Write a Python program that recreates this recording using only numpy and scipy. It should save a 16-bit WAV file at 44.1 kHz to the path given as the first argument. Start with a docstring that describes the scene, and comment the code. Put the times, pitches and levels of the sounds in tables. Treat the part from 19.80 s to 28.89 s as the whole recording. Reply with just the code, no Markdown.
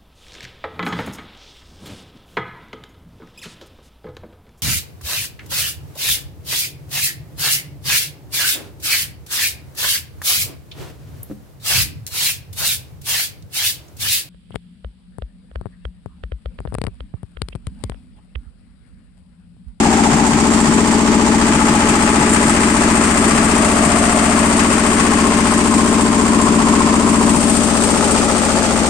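"""A small diesel tractor pulls an implement along a dirt track at governed speed, heard from the seat.
From the start the chassis rumbles and booms over ruts, and each engine cycle repeats the same exhaust
puffs, frame throb, knocks in block and bonnet, and bright valve clatter. From 1.5 s the handheld
microphone faces the open engine bay and the clatter grows; loose sheets buzz in turn. Near 5.7 s it
glances left and comes back; from 7.4 s it swings to the rear while the engine speed sags a little."""
import sys
import numpy as np
from scipy import signal
from scipy.fft import rfft, irfft, next_fast_len
from scipy.io import wavfile
from scipy.ndimage import uniform_filter1d, minimum_filter1d

SR = 44100
rng = np.random.default_rng(int(sys.argv[2]) if len(sys.argv) > 2 else 0)


def generate_wav(sig):
    """Save sig (samples, or channels by samples) to the path in sys.argv[1] as 16-bit PCM at SR."""
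    pcm = np.round(np.clip(np.atleast_2d(sig).T, -1, 1) * 32767).astype(np.int16)
    wavfile.write(sys.argv[1], SR, pcm)


N = 400869
FFT_SIZE = next_fast_len(N, True)
TIME_S = np.arange(N) / SR
FREQ_HZ = np.maximum(np.fft.rfftfreq(FFT_SIZE, 1 / SR), 1)
WANDER_S = .00016  # slow timing stray of knocks

# microphone aim: (time [s], angle from ahead [deg])
HEADING = [(5.0, 30), (5.7, 42), (6.5, 2), (7.35, 4), (7.75, 87), (8.05, 117), (8.5, 157), (9.09, 158)]
# exposure to the engine bay: (time [s], openness [0-1])
OPEN_BAY = [(1.45, 0.15), (1.6, 0.34), (1.72, 0.64), (2.4, 0.8), (5.0, 1), (5.72, 0.97), (5.88, 0.7)]
# by layer: (base [dB], drift [dB/s], bay open [dB], side on [dB], rear [dB])
AIM_LEVELS = dict(exhaust=(-14.5, 0.3238, -3, 1.1, -6), clatter=(-24.5, -0.61, 5.5, -1.5, 1),
              hiss=(-28, -0.19, 1, 1, 2.5), sizzle=(-28.5, 0.04, 4.5, 3.5, -1.2))
# left minus right by layer, same columns
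AIM_PANS = dict(exhaust=(5, 0.57, -5, 0.5, 2.5), clatter=(-2.5, -0.78, 8, 0, 1),
            sizzle=(-12, 1, 7.5, 12.5, -2))
# chassis level, same columns
AIM_RUMBLE = (-21, -.03, -2, -1.5, -4)
# microphone ports: (frequency [Hz], left minus right [dB])
PORT_BALANCE = [(60, 6.5), (200, 4.2), (400, 3), (620, 2.1), (850, 5.8), (1100, 7.3), (2400, 6), (3600, 1),
                (5200, -.5), (6700, -3), (9000, 1.4)]
# microphone ports: (frequency [Hz], coherence [0-1])
PORT_COHERENCE = [(150, 1), (300, 0.93), (500, 0.79), (800, 0.6), (1400, .15), (2500, .01)]
# chassis: (frequency [Hz], relative level [dB])
RUMBLE_SPECTRUM = [(20, -28), (60, -16), (110, -15), (160, -9), (230, -4), (320, 0), (425, 0), (470, -8),
                   (530, -15), (800, -60)]
# wheel drops: (peak time [s], level [dB])
RUTS = [(.053, -20), (.334, -15), (.4, -20), (.533, -15), (.61, -19), (.878, -13), (.98, -22), (1.749, -21),
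        (1.91, -19), (2.093, -20), (2.407, -16), (2.674, -18), (3.54, -20), (3.645, -18), (4.069, -21),
        (6.7, -22), (6.816, -20), (7.05, -22), (7.56, -23)]
# governed crankshaft: (time [s], speed [rpm])
CRANK_SPEED = [(0, 1783.5), (1.2, 1775.1), (3.6, 1772.1), (5.5, 1781), (7, 1775.4), (9.09, 1755.2)]
# gear and casing tones: (cycle harmonic, centre [s], half length [s], level [dB])
GEAR_TONES = [(40, 6.2, 2.4, -34), (48, 3.8, 1.5, -37), (58, 1.6, 2, -34.5), (72, 6, 1.6, -37),
              (88, 8.2, .4, -34)]
# loose sheets: (centre [s], half length [s], frequency [Hz], width [Hz], level [dB],
# phase [cycles], pulsing depth [dB])
LOOSE_SHEETS = [(0.106, 0.51, 780, 220, -23, 0.85, 1), (1.397, 0.48, 419, 60, -24, 0, 3),
                (1.4, 1.4, 944, 130, -32.5, 0.85, 3.5), (2.8, .55, 362, 100, -29.5, 0.2, 1),
                (4.25, 0.93, 623, 110, -25.5, 0.4, 3), (3.887, 1, 1143, 129, -30, .8, 0),
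                (6.8, 1.03, 1037, 170, -27.5, 0.72, -3), (8.287, 0.29, 411, 49.2, -27.5, 0.6, -0.5),
                (8.5, 0.76, 834, 89.9, -30.5, 0.8, 1), (8.6, 1.2, 588, 272, -25.5, 0.5, 2)]
# bonnet sheets: (centre [s], half length [s], frequency [Hz], width [Hz], level [dB], phase [cycles])
STRUCK_SHEETS = [(1.5, 1.2, 843, 100, -31.5, .81), (6.695, 0.59, 1050, 120, -30.5, 0.69)]
# valve gear and injection: (phase [cycles], decay [cycles], relative level [dB])
BLOWS = [(.01, 0.17, -28), (.44, 0.057, 6), (.52, 0.23, 6.5), (.69, 0.25, 6.5), (.815, 0.08, -8),
         (.91, 0.49, 8)]
# sizzle: (frequency [Hz], relative left [dB], relative right [dB])
SIZZLE_SPECTRUM = [(5200, -24, -18), (6400, -22, -13.5), (7280, -1, 0), (7970, 0.5, -3.5), (8340, 7, -8),
                   (9190, 1, -10), (9570, -6.5, -30), (10370, -23.5, -45), (10730, -16.5, -33),
                   (12600, -30, -33.5)]
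# sizzle flares and dips: (centre [s], half length [s], gain [dB])
SIZZLE_SWELLS = [(1.35, 0.12, -3.5), (2.536, 0.019, 5), (2.685, 0.028, 3), (5.396, 0.42, -3)]
# valve clatter: (frequency [Hz], relative level [dB])
CLATTER_SPECTRUM = [(700, -3.5), (1200, 5), (1450, -0.5), (1600, -1), (1900, -1), (2600, -5), (3300, -12),
                    (4500, -74)]
# hiss: (frequency [Hz], relative level [dB])
HISS_SPECTRUM = [(2500, -0.5), (3500, -1), (4200, -2.5), (4700, 1), (5300, -1), (6500, 1), (9000, -2.5),
                 (10200, -55), (12000, -23), (15500, -31)]
# bonnet and block modes: (frequency [Hz], width [Hz], level [dB], drift [dB/s], rear [dB])
PANEL_MODES = [(610, 240, -30, 0.36, -2), (844, 144, -26, -0.89, 3), (1030, 320, -29, 0, -6.5),
               (1285, 340, -37, 0, 5), (1850, 590, -40, -1.04, -1)]
# loud and dead spots the microphone passes: (centre [s], half length [s], near mode [Hz], gain [dB])
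MODE_SPOTS = [(0, 0.31, 1032, -9), (.35, 0.15, 850, 2), (1.85, .22, 1299, 5.5), (2.243, 0.41, 850, 3),
              (4.3, 0.58, 1299, -2.5), (4.4, 0.41, 597, -3.5), (3.7, 3.7, 1850, 10), (6.797, 1.3, 1032, 4),
              (7.746, 0.11, 1032, -22), (7.698, 0.14, 1299, -11), (8.2, 0.52, 1299, 4.5)]
# knocks, one list per mode: (phase [cycles], relative level [dB], bay open [dB], rear [dB])
KNOCKS = [
    [(.0482, -4, 2, 1), (.1934, -2, 1, -1), (.5224, 0, 1, -4), (.65, 0, 0, 2), (.7471, -3, 1, 2),
     (.8777, 1, 0, -4)],
    [(.0225, -3, 1, 0), (.3651, -11, -1, 4), (.6438, -5, 3, 2), (.802, 0, -1, 0)],
    [(.4831, 0, -6, -2), (.5582, 0, -3, 1), (.6079, 0, 0, -3), (.7037, 1, 1, -5), (.8194, 0, 2, 2),
     (.8858, -1, -2, 2)],
    [(.4447, -2, 0, 3), (.5544, -3, 0, -3), (.6941, 0, 0, 2), (.8079, -2, 0, -3)],
    [(.09, -4, 2, 0), (.24, -6, 3, 0), (.45, 0, 0, 0), (.53, 0, 0, 0), (.71, 0, 0, 0), (.92, -2, 1, 0)],
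]
# frame throb: (cycle harmonic, relative level [dB])
THROB_HARMONICS = [(1, -10), (2, -11), (3, -2), (4, -4), (5, 0), (6, -5), (7, -1), (8, -6), (9, -9)]
# engine on its mounts: (phase [cycles], weight [dB])
MOUNT_JOLTS = [(.02, 0), (.24, -3.5), (.79, -1)]
# exhaust tone: (cycle harmonic, relative level [dB])
EXHAUST_HARMONICS = [(10, -19), (11, -12), (12, -8.5), (13, -15), (14, -4.5), (15, 3.3), (16, -3.5),
                     (17, -5.5), (18, -7.5), (19, -1.3), (20, -9), (21, -11), (22, -11), (23, -13),
                     (24, -12), (25, -12), (26, -20), (27, -14), (28, -10), (29, -18), (30, -17)]
# gas puffs: (phase [cycles], weight [dB])
EXHAUST_PUFFS = [(.052, -2.4), (.265, -1.1), (.315, 2.9), (.532, -.6), (.645, -.2), (.765, .9)]


def undb(db):
    """Decibels to gain."""
    return 10 ** (np.asarray(db) / 20)


def over_time(table):
    """(time, value) rows, interpolated per sample."""
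    return np.interp(TIME_S, *np.transpose(table))


def over_freq(table):
    """(frequency, value) rows, interpolated in log frequency."""
    hz, value = np.transpose(table)
    return np.interp(np.log(FREQ_HZ), np.log(hz), value)


def filtered(x, response):
    """Apply a frequency response."""
    return irfft(rfft(x, FFT_SIZE) * response, FFT_SIZE)[..., :N]


def resonance(at_hz, hz, width_hz):
    """Complex response of one damped mode."""
    return 1 / (1 + 1j * (at_hz ** 2 - hz ** 2) / (at_hz * width_hz))


def walk(rate_hz):
    """Smooth random drift, spread roughly 1."""
    knots = rng.standard_normal(256)
    return 1.82 * uniform_filter1d(np.interp(TIME_S * rate_hz, np.arange(256), knots), int(SR / rate_hz))


def swell(centre_s, half_s):
    """Gaussian rise and fall."""
    return np.exp(-np.minimum(((TIME_S - centre_s) / half_s) ** 2, 40))


def pan(left_db):
    """Stereo gains, mean 1, from left minus right."""
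    gains = undb(np.vstack([left_db, -left_db]) / 2)
    return gains / gains.mean(axis=0)


def aimed_db(base_db, drift_db_per_s, open_db, side_db, rear_db):
    """Level as the microphone drifts, faces the bay and turns."""
    heading_rad = np.radians(over_time(HEADING))
    turn_db = side_db * np.sin(heading_rad) + rear_db * np.sin(heading_rad / 2) ** 2
    return base_db + drift_db_per_s * TIME_S + open_db * over_time(OPEN_BAY) + turn_db


def at_ports(pair, response):
    """Filter two signals into left and right, coherent in the bass; unit RMS in the middle."""
    coherence = np.clip(over_freq(PORT_COHERENCE), 0, 1)
    tilt = undb(over_freq(PORT_BALANCE) / 2)
    response = response / np.sqrt(tilt ** 2 + tilt ** -2 + 2 * coherence)
    left = filtered(pair[0], response * tilt)
    right = filtered(pair[0], response * coherence / tilt)
    right += filtered(pair[1], response * np.sqrt(1 - coherence ** 2) / tilt)
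    return np.array([left, right]) / np.std((left + right) / 2)


def ring_mode(pair, hz, width_hz):
    """A metal mode, driven by two signals, at the ports."""
    return at_ports(pair, resonance(FREQ_HZ, hz, width_hz) ** 2)


def with_far_port(pushes, hz):
    """Pair pushes with a copy a quarter period late, for the far port."""
    return np.array([pushes, np.roll(pushes, int(SR / hz / 4))])


def rattle(cycle, repeat_share, count=5, size=2980):
    """Noise pair; a share repeats each cycle, its pattern morphing as the microphone moves."""
    patterns = rng.standard_normal((count, 2, size))
    place = (cycle % 1 * size).astype(int)
    stage = TIME_S / TIME_S[-1] * (count - 1)
    step = np.minimum(stage.astype(int), count - 2)
    blend_rad = np.pi / 2 * (stage - step)
    repeating = patterns[step, :, place].T * np.cos(blend_rad)
    repeating += patterns[step + 1, :, place].T * np.sin(blend_rad)
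    return np.sqrt(repeat_share) * repeating + np.sqrt(1 - repeat_share) * rng.standard_normal((2, N))


def chassis_rumble(cycle, chug_db=-0.5, uneven_db=1.2):
    """The uneven track shakes the chassis; the level pulses each cycle and has one lull."""
    level_db = aimed_db(*AIM_RUMBLE) + uneven_db * walk(2.69) + chug_db * np.cos(2 * np.pi * cycle)
    lull_db = -3.5 * swell(centre_s=4.4, half_s=0.9)
    shake = at_ports(rng.standard_normal((2, N)), undb(over_freq(RUMBLE_SPECTRUM)))
    return undb(level_db + lull_db) * shake


def rut_booms(boom_hz=152, rise_s=.013):
    """Each rut thumps the bodywork, which booms briefly."""
    out, size = np.zeros(N), int(12 * rise_s * SR)
    age = np.arange(size) / SR / rise_s
    for peak_s, db in RUTS:
        start = int((peak_s - rise_s) * SR)
        tone = np.sin(2 * np.pi * (boom_hz * rise_s * age + rng.random()))
        out[start:start + size] += undb(db) * age * np.exp(1 - age) * tone
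    return pan(left_db=4) * out


def gear_whine(cycle, waver_db=2.5):
    """Tones locked to the crankshaft waver, swell and fade."""
    out = 0
    for harmonic, centre_s, half_s, db in GEAR_TONES:
        phase_rad = 2 * np.pi * (harmonic * cycle + rng.random()) + 0.15 * walk(5.5)
        envelope = np.sqrt(2) * undb(db + waver_db * walk(2.96)) * swell(centre_s, half_s)
        out += envelope * np.cos([phase_rad, phase_rad + 0.33 * walk(0.59)])
    return pan(left_db=5) * out


def sheet_buzz(cycle):
    """Loose sheet metal buzzes for a while, pulsing with the cycle."""
    out = 0
    for centre_s, half_s, hz, width_hz, db, phase, depth_db in LOOSE_SHEETS:
        force = undb(depth_db * np.cos(2 * np.pi * (cycle - phase)))
        buzz = ring_mode(force * rattle(cycle, repeat_share=.6), hz, width_hz)
        running_rms = np.sqrt(uniform_filter1d(buzz.mean(axis=0) ** 2, size=SR // 5))
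        out += undb(db) * swell(centre_s, half_s) * buzz / running_rms
    return out


def sheet_rings(cycle, scatter_db=1.5):
    """One heavy knock per cycle rings a bonnet sheet, heard while the microphone is near."""
    out = 0
    for centre_s, half_s, hz, width_hz, db, phase in STRUCK_SHEETS:
        hits = np.flatnonzero(np.diff(np.floor(cycle - phase)))
        stray, softer = rng.standard_normal((256, 2))[:len(hits)].T
        hits += (WANDER_S * SR * stray).astype(int)
        pushes = np.zeros(N)
        pushes[np.clip(hits, 0, N - 1)] = undb(-scatter_db * softer)
        out += undb(db) * swell(centre_s, half_s) * ring_mode(with_far_port(pushes, hz), hz, width_hz)
    return out


def blow_envelope(cycle, floor_db, scatter_db=1.5):
    """Valve and injection blows: fast rise, exponential decay, uneven strength."""
    power = undb(floor_db) ** 2
    for phase, decay_cycles, db in BLOWS:
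        elapsed = cycle - phase + 2
        strengths = undb(db + scatter_db * rng.standard_normal(256))
        power += (strengths[elapsed.astype(int)] * np.exp(-(elapsed % 1) / decay_cycles)) ** 2
    return np.sqrt(uniform_filter1d(power, size=140))


def sizzle(cycle):
    """The blows set off a fine metallic sizzle, coloured differently at each port."""
    bursts = blow_envelope(cycle, floor_db=-10) * rng.standard_normal((2, N))
    spectra_db = [over_freq(np.array(SIZZLE_SPECTRUM)[:, [0, port]]) for port in (1, 2)]
    pair = filtered(bursts, undb(spectra_db))
    pair /= pair.std(axis=1, keepdims=True)
    level_db = aimed_db(*AIM_LEVELS["sizzle"])
    level_db += sum(db * swell(centre_s, half_s) for centre_s, half_s, db in SIZZLE_SWELLS)
    return undb(level_db) * pan(aimed_db(*AIM_PANS["sizzle"])) * pair


def valve_clatter(cycle, grain_db=1.0, grain_samples=50):
    """Valve gear and injection clatter in grainy bursts, with a pulsing hiss above."""
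    force = blow_envelope(cycle, floor_db=2)
    grain = undb(-grain_db * rng.standard_normal(N // grain_samples + 1))
    bursts = force * np.repeat(grain, grain_samples)[:N] * rattle(cycle, repeat_share=0.42)
    clatter = at_ports(bursts, undb(over_freq(CLATTER_SPECTRUM)))
    clatter *= undb(aimed_db(*AIM_LEVELS["clatter"])) * pan(aimed_db(*AIM_PANS["clatter"]))
    hiss = at_ports(force * rng.standard_normal((2, N)), undb(over_freq(HISS_SPECTRUM)))
    return clatter + undb(aimed_db(*AIM_LEVELS["hiss"])) * hiss


def panel_levels_db():
    """Each mode's level follows the aim and the loud and dead spots."""
    levels_db = [aimed_db(db, drift, 0, 0, rear_db) for _, _, db, drift, rear_db in PANEL_MODES]
    for centre_s, half_s, hz, db in MODE_SPOTS:
        nearest = np.argmin([abs(hz - mode[0]) for mode in PANEL_MODES])
        levels_db[nearest] += db * swell(centre_s, half_s)
    return levels_db


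def knock_pushes(cycle, knocks, jitter_s=.00009, scatter_db=.6):
    """Impulses near set crank angles, varying in timing and strength."""
    pushes, cycles = np.zeros(N), np.arange(int(cycle[-1]) + 1)
    bay, rear = over_time(OPEN_BAY), aimed_db(0, 0, 0, 0, rear_db=1)
    for phase, db, open_db, rear_db in knocks:
        wander, jitter, harder = rng.standard_normal((256, 3))[cycles].T
        wander = uniform_filter1d(wander, size=13)
        stray_s = WANDER_S * wander / wander.std() + jitter_s * jitter
        hits = (np.interp(cycles + phase, cycle, TIME_S, right=np.inf) + stray_s) * SR
        inside = (hits >= 0) & (hits < N)
        hits = hits[inside].astype(int)
        pushes[hits] += undb(db + open_db * bay[hits] + rear_db * rear[hits] + scatter_db * harder[inside])
    return pushes


def panel_knocks(cycle, shiver_db=-3, shiver_decay_s=.015):
    """Combustion and piston knocks ring bonnet and block and leave them shivering."""
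    out, fade = 0, np.exp(-2 / (shiver_decay_s * SR))
    for (hz, width_hz, *_), knocks, level_db in zip(PANEL_MODES, KNOCKS, panel_levels_db()):
        pushes = knock_pushes(cycle, knocks)
        shiver_power = signal.lfilter([1 - fade], [1, -fade], pushes ** 2 + 1e-18)
        shiver = undb(shiver_db) * np.sqrt(shiver_power) * rattle(cycle, repeat_share=0.23)
        out += undb(level_db) * ring_mode(with_far_port(pushes, hz) + shiver, hz, width_hz)
    return out


def pulse_tone(cycle, cycle_hz, harmonics, pulses, mode_hz, width_hz, waver):
    """Cycle harmonics, phased as uneven pulses through a resonance; firing strength wavers."""
    out = 0
    for k, db in harmonics:
        drive = sum(undb(weight_db) * np.exp(-2j * np.pi * k * phase) for phase, weight_db in pulses)
        shift_rad = np.angle(drive * resonance(k * cycle_hz, mode_hz, width_hz))
        out += undb(db) * np.cos(2 * np.pi * k * cycle + shift_rad)
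    return (1 + waver * walk(25)) * out / out.std()


def frame_throb(cycle, cycle_hz, level_db=-27.5):
    """The engine jolts the frame through its mounts; independent of the aim."""
    tone = pulse_tone(cycle, cycle_hz, THROB_HARMONICS, MOUNT_JOLTS, mode_hz=63, width_hz=31, waver=.052)
    return undb(level_db) * pan(left_db=6.8) * tone


def exhaust(cycle, cycle_hz):
    """Gas puffs ring the silencer."""
    tone = pulse_tone(cycle, cycle_hz, EXHAUST_HARMONICS, EXHAUST_PUFFS,
                      mode_hz=215, width_hz=60, waver=.048)
    return undb(aimed_db(*AIM_LEVELS["exhaust"])) * pan(aimed_db(*AIM_PANS["exhaust"])) * tone


def scene():
    """One engine cycle, two crank turns, clocks all layers but the ruts."""
    cycle_hz = over_time(CRANK_SPEED) / 120
    cycle = np.cumsum(cycle_hz) / SR
    bass = exhaust(cycle, cycle_hz.mean()) + frame_throb(cycle, cycle_hz.mean())
    metal = panel_knocks(cycle) + sheet_rings(cycle) + sheet_buzz(cycle) + gear_whine(cycle)
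    treble = valve_clatter(cycle) + sizzle(cycle)
    return bass + metal + treble + chassis_rumble(cycle) + rut_booms()


def record(dry, ceiling=.98, cutoff_hz=15200):
    """Smooth peak limiter, then a steep low-pass."""
    max_gain = np.minimum(1, ceiling / (np.abs(dry) + 1e-9))
    gain = uniform_filter1d(minimum_filter1d(max_gain, size=129), size=129)
    return signal.sosfilt(signal.ellip(10, .1, 80, cutoff_hz, fs=SR, output="sos"), dry * gain)


dry = scene()
out = record(dry)
generate_wav(out)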